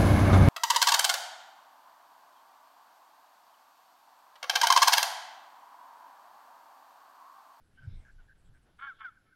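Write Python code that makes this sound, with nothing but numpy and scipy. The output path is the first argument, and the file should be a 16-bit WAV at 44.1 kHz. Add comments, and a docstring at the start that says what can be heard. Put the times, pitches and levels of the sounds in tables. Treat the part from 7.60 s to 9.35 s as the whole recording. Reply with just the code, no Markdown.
"""A waterbird honks twice, close by on a pond: each honk starts as a pulsed rasp in the throat and
breaks into a clear falling note, and the far bank echoes it. Further off, other birds rattle and
yelp; small birds twitter faintly in the distance. A breeze stirs the reeds, and light wind and soft
bumps reach the microphone, which whines thinly."""
import sys
import numpy as np
from scipy import signal
from scipy.fft import rfft, irfft, next_fast_len
from scipy.io import wavfile

SR = 44100
rng = np.random.default_rng(int(sys.argv[2]) if len(sys.argv) > 2 else 0)


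def generate_wav(sig):
    """Save sig (samples, or channels by samples) to the path in sys.argv[1] as 16-bit PCM at SR."""
    pcm = np.round(np.clip(np.atleast_2d(sig).T, -1, 1) * 32767).astype(np.int16)
    wavfile.write(sys.argv[1], SR, pcm)


N = 77175
T = np.arange(N) / SR


def undb(db):
    return 10 ** (np.asarray(db) / 20)


def unit(x):
    return x / np.sqrt(np.mean(x ** 2) + 1e-20)


def noise():
    return rng.standard_normal(N)


def walk(rate_hz):
    """Smooth random drift with an RMS of 1."""
    return unit(irfft(rfft(noise()) / (1 + (np.fft.rfftfreq(N, 1 / SR) / rate_hz) ** 4), N))


def colour(x, points):
    """Minimum-phase filter through (frequency [Hz], gain [dB]) points."""
    hz, db = np.array(points, float).T
    size = next_fast_len(2 * N, True) // 2 * 2
    gain_db = np.interp(np.log(np.fft.rfftfreq(size, 1 / SR) + 1), np.log(hz), db)
    cepstrum = irfft(np.log(undb(gain_db)))
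    cepstrum[1:size // 2] *= 2
    cepstrum[size // 2 + 1:] = 0
    return irfft(rfft(x, size) * np.exp(rfft(cepstrum)))[:N]


def band(x, hz, width_hz):
    """A resonance applied twice, scaled to an RMS of 1."""
    b, a = signal.iirpeak(hz, hz / width_hz, fs=SR)
    return unit(signal.lfilter(b, a, signal.lfilter(b, a, x + 1e-18)))


def swell(start, length):
    """A rounded rise and fall."""
    return np.sin(np.pi * np.clip((T - start) / length, 0, 1))


def curve(rows, column=1):
    """One column of a table, interpolated over time."""
    rows = np.array(rows)
    return np.interp(T, rows[:, 0], rows[:, column])


def effort(rows, fade_s=.003):
    """A call's level curve as a gain, closed at both ends."""
    outside = np.maximum(np.maximum(rows[0][0] - T, T - rows[-1][0]), 0)
    return undb(curve(rows, column=2)) * np.exp(-outside / fade_s)


def cycles(hz, jitter):
    """Phase in cycles of a pitch that wavers by the fraction jitter."""
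    return np.cumsum(hz * (1 + jitter * walk(160))) / SR


def tone(phase, harmonics_db):
    return unit(sum(undb(db) * np.sin(2 * np.pi * k * phase) for k, db in enumerate(harmonics_db, 1)))


def still_air(level_db=-77.5):
    """The steady hush over the pond."""
    # hush spectrum (frequency [Hz], gain [dB])
    spectrum = [(100, 3), (300, 3), (600, -15.5), (1100, -22.5), (2000, -18), (3500, -15), (5000, -15.5),
                (7000, -24), (9000, -24), (11000, -19), (12500, -26.5), (15500, -31.5)]
    return undb(level_db) * unit(colour(noise(), spectrum))


def reeds(flicker_db=2.5):
    """A breeze rustles the reeds; neighbouring bands swell and fade on their own."""
    # strength of the breeze (time [s], level [dB])
    breeze = [(0, -80), (.15, -77), (.33, -73.5), (.5, -73), (.7, -77), (.9, -77.5), (1.1, -74),
              (1.75, -82.5)]
    # rustle spectrum (frequency [Hz], gain [dB])
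    spectrum = [(100, -5.5), (350, 3.5), (800, 1), (1500, -5.5), (3000, -7.5), (5200, -16.5), (7500, -17.5),
                (12000, -38.5)]
    centres_hz = [500, 1200, 2400, 3400, 4400, 5600, 7200]
    rustle, hz = rfft(colour(noise(), spectrum)), np.fft.rfftfreq(N, 1 / SR)
    bands = [irfft(rustle * np.interp(hz, centres_hz, share), N) for share in np.eye(len(centres_hz))]
    return undb(curve(breeze)) * unit(sum(part * undb(flicker_db * walk(8)) for part in bands))


def wind():
    """Light wind rumbles on the microphone."""
    # strength of the rumble (time [s], level [dB])
    gusts = [(0, -64.5), (.1, -68), (.2, -59), (.33, -50), (.43, -57), (.6, -62.5), (.78, -63.5),
             (.9, -59.5), (1.05, -69), (1.25, -69.5), (1.75, -73)]
    # rumble spectrum (frequency [Hz], gain [dB])
    spectrum = [(15, 0), (28, -5.5), (50, -6.5), (95, -9), (140, -12), (200, -20.5), (300, -28.5),
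                (600, -50.5), (2000, -88.5)]
    return undb(curve(gusts)) * unit(colour(noise(), spectrum))


def bumps():
    """Soft bumps rock the microphone, each for a few low cycles."""
    # bumps (middle [s], length [s], frequency [Hz], level [dB])
    knocks = [(.253, .06, 132, -49), (.282, .036, 100, -35.5), (.315, .06, 92, -47), (.33, .07, 210, -63),
              (.36, .14, 24, -40), (.385, .09, 72, -52), (.59, .2, 26, -51), (.89, .08, 30, -58)]
    return sum(undb(db) * swell(mid - length / 2, length) ** 2 * unit(np.cos(2 * np.pi * hz * (T - mid)))
               for mid, length, hz, db in knocks)


def distant_birds(flock_db=-82.5):
    """Whistles blurred by distance over the murmur of the flock."""
    # small birds' twitters (middle [s], length [s], frequency [Hz], level [dB])
    twitters = [(0.067, 0.11, 8270, -88), (0.158, 0.083, 8700, -88), (0.199, 0.16, 3060, -78.5),
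                (0.245, 0.044, 8330, -85.5), (0.296, 0.36, 2220, -79), (0.306, 0.13, 1536, -75),
                (.30, 0.26, 5100, -82.5), (0.337, .15, 3730, -74), (0.396, 0.13, 8370, -83),
                (0.426, 0.23, 2090, -77), (0.527, 0.036, 7860, -84.5), (0.8, 0.077, 8300, -84.5),
                (0.865, 0.077, 7840, -83), (.88, 0.074, 3270, -83), (0.962, .08, 8500, -86),
                (.965, 0.046, 2130, -78), (1.037, 0.048, 8500, -83.5), (1.072, 0.091, 1460, -80.5),
                (1.196, 0.072, 8700, -86.5), (1.374, 0.1, 3400, -73.5)]
    calls = sum(undb(db) * swell(mid - length / 2, length) * band(noise(), hz, width_hz=.17 * hz)
                for mid, length, hz, db in twitters)
    murmur = undb(flock_db + 2.0 * walk(27)) * band(noise(), 1518, width_hz=480)
    return calls + murmur


def far_rattles(roughness=.4, flutter_db=1.8, pulse_cycles=.36):
    """Birds further off rattle: slow pulses in one throat resonance."""
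    # calls (start [s], length [s], level [dB], pulse rate [Hz], resonance [Hz])
    calls = [(0.204, 0.069, -58.5, 122, 1540), (0.444, 0.08, -59.5, 128, 1570),
             (0.674, .066, -61.5, 118, 1600), (0.931, 0.052, -70.5, 115, 1540)]
    out = 0
    for start, length, db, rate, hz in calls:
        phase = cycles(rate, jitter=.092)
        pulses = np.exp(-((phase % 1 - .5) / pulse_cycles) ** 2)
        ring = np.sin(2 * np.pi * cycles(hz, jitter=.038)) + roughness * band(noise(), hz, width_hz=180)
        treble = undb(-32) * band(noise(), 2500, width_hz=2800)
        flutter = undb(flutter_db * walk(66))
        out += undb(db) * swell(start, length) * unit(pulses * (ring + treble) * flutter)
    return out


def far_yelps(roughness=.4, fall_per_s=1.2):
    """Short falling yelps further off, hoarse around their strong second harmonic."""
    # calls (start [s], length [s], level [dB], pitch [Hz])
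    calls = [(0.17, 0.038, -58.5, 777), (0.581, 0.035, -62.5, 738)]
    out = 0
    for start, length, db, hz in calls:
        pitch = hz * np.exp(-fall_per_s * np.clip(T - start - length / 2, -length, length))
        hoarse = roughness * band(noise(), 2 * hz, width_hz=360)
        voice = tone(cycles(pitch, jitter=.018), harmonics_db=[-48, 5, -35, -16])
        out += undb(db) * swell(start, length) * (voice + hoarse)
    return out


def banks(x, smear_s=.013, tail_t60_s=.45, tail_db=-22, centre_hz=1910, width_hz=2600):
    """Trees around the pond return smeared echoes and a thin tail."""
    # bank echoes ahead of the band-pass (delay [s], level [dB])
    echoes = [(.047, -29), (.255, -26), (.28, -29)]
    build_up = 1 - np.exp(-T / .03)
    response = undb(tail_db) * unit(noise() * undb(-60 * T / tail_t60_s) * build_up)
    for delay, db in echoes:
        response += undb(db) * unit(noise() * np.exp(-((T - delay) / smear_s) ** 2))
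    b, a = signal.iirpeak(centre_hz, centre_hz / width_hz, fs=SR)
    return signal.lfilter(b, a, signal.fftconvolve(x, response / np.sqrt(N))[:N])


def bill_hiss():
    """A sharp hiss as the near bird opens its bill."""
    # hisses (start [s], length [s], level [dB])
    hisses = [(1.185, .025, -69), (1.384, .03, -66)]
    envelope = sum(undb(db) * swell(start, length) for start, length, db in hisses)
    return envelope * band(noise(), 3250, width_hz=800)


def rasp(rows, settle_s=.014, flutter_db=2.3, air_db=-10, hoarse_db=-7):
    """Pulses, each with a puff of air, ring the throat; they start ragged and settle."""
    # throat resonances during the rasp (frequency [Hz], gain [dB])
    throat = [(300, -53.5), (650, -34.5), (830, -18.5), (950, -14.5), (1110, -4), (1220, -7.5), (1350, 4.5),
              (1520, -8), (1710, -7), (1950, -18.5), (2210, -8.5), (2400, -18.5), (2520, -27.5),
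              (2850, -26), (3060, -16), (3300, -19), (3480, -19.5), (3900, -42), (5000, -31), (9000, -71),
              (16000, -85)]
    ragged = np.exp(-np.maximum(T - rows[0][0], 0) / settle_s)
    phase = cycles(curve(rows), jitter=.006 + .02 * ragged)
    # Offset, wandering harmonic phases spread each pulse in time.
    pulses = sum(np.cos(2 * np.pi * (k * phase - .085 * k ** 2 + .055 * walk(70))) for k in range(1, 17))
    puffs = unit(noise() * np.exp(-(phase % 1) / .91))
    source = unit(pulses) * undb(flutter_db * walk(160)) + undb(air_db + 8 * ragged) * puffs
    gain = effort(rows)
    hoarse = band(colour(puffs * gain, throat), 1580, width_hz=400)
    voice = unit(colour(source * gain, throat)) + undb(hoarse_db) * hoarse
    return unit(voice) * np.sqrt(np.mean(gain ** 2))


def clear_note(rows, flutter_db=.7, air_db=-18):
    """The voice breaks upward to a clear note and sags, its harmonics sliding through the resonances."""
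    # throat resonances during the note (frequency [Hz], gain [dB])
    throat = [(620, -49), (790, -20.5), (1150, -14), (1300, 3.5), (1680, 2.5), (1900, -39), (2100, -13.5),
              (2290, -17.5), (2450, -31.5), (2900, -36), (3150, -40), (3420, -20.5), (3700, -55),
              (5000, -60)]
    # air rushing through the open bill (frequency [Hz], gain [dB])
    bill_air = [(500, -40.5), (1000, -2), (1400, -7), (1750, 6.5), (2100, -14.5), (2800, -13.5), (3450, -2),
                (3900, -21.5), (5000, -21.5), (8000, -39.5), (16000, -66.5)]
    pitch = curve(rows)
    hz, db = np.array(throat).T
    harmonics_db = [np.interp(k * pitch, hz, db) for k in range(1, 7)]
    voice = tone(cycles(pitch, jitter=.005), harmonics_db)
    air = undb(air_db) * unit(colour(noise(), bill_air))
    return (voice * undb(flutter_db * walk(120)) + air) * effort(rows)


def honks(rasp_trim_db=-.64, note_trim_db=-2):
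    """The near bird honks twice: hiss and rasp, then the clear note."""
    # the rasp opening each honk (time [s], pulse rate [Hz], level before trim [dB])
    rasps = [
        [(1.189, 238, -58), (1.195, 245, -47), (1.206, 258, -50), (1.216, 271, -44), (1.235, 277, -40),
         (1.25, 281, -41), (1.266, 280, -43), (1.282, 273, -51), (1.30, 259, -60)],
        [(1.388, 226, -66), (1.403, 222, -55), (1.406, 221, -44), (1.42, 217.5, -46.5), (1.436, 214, -49.5),
         (1.448, 210, -52), (1.46, 203, -63)],
    ]
    # the note ending each honk (time [s], pitch [Hz], level before trim [dB])
    notes = [
        [(1.264, 845, -56), (1.274, 832, -40.8), (1.288, 797, -41), (1.302, 752, -41), (1.313, 692, -49),
         (1.322, 668, -49), (1.334, 650, -63)],
        [(1.440, 805, -56), (1.447, 785, -40), (1.454, 760, -38.5), (1.467, 722, -41), (1.476, 700, -48),
         (1.489, 672, -45.5), (1.498, 635, -56), (1.512, 595, -66)],
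    ]
    return (bill_hiss()
            + undb(rasp_trim_db) * sum(rasp(rows) for rows in rasps)
            + undb(note_trim_db) * sum(clear_note(rows) for rows in notes))


def scene():
    """One microphone at the pond; honks, rattles and yelps also come back from the banks."""
    birds = honks() + far_rattles() + far_yelps()
    return (birds + banks(birds) + distant_birds() + wind() + bumps() + reeds() + still_air())[None]


def record(dry, whine_hz=11089, whine_db=-91.5, top_hz=15700):
    """The recorder adds a thin whine and cuts the top."""
    whine = undb(whine_db) * unit(np.sin(2 * np.pi * cycles(whine_hz, jitter=.00044)))
    return signal.sosfilt(signal.ellip(8, .2, 70, top_hz, fs=SR, output="sos"), dry + whine)


dry = scene()
out = record(dry)
generate_wav(out)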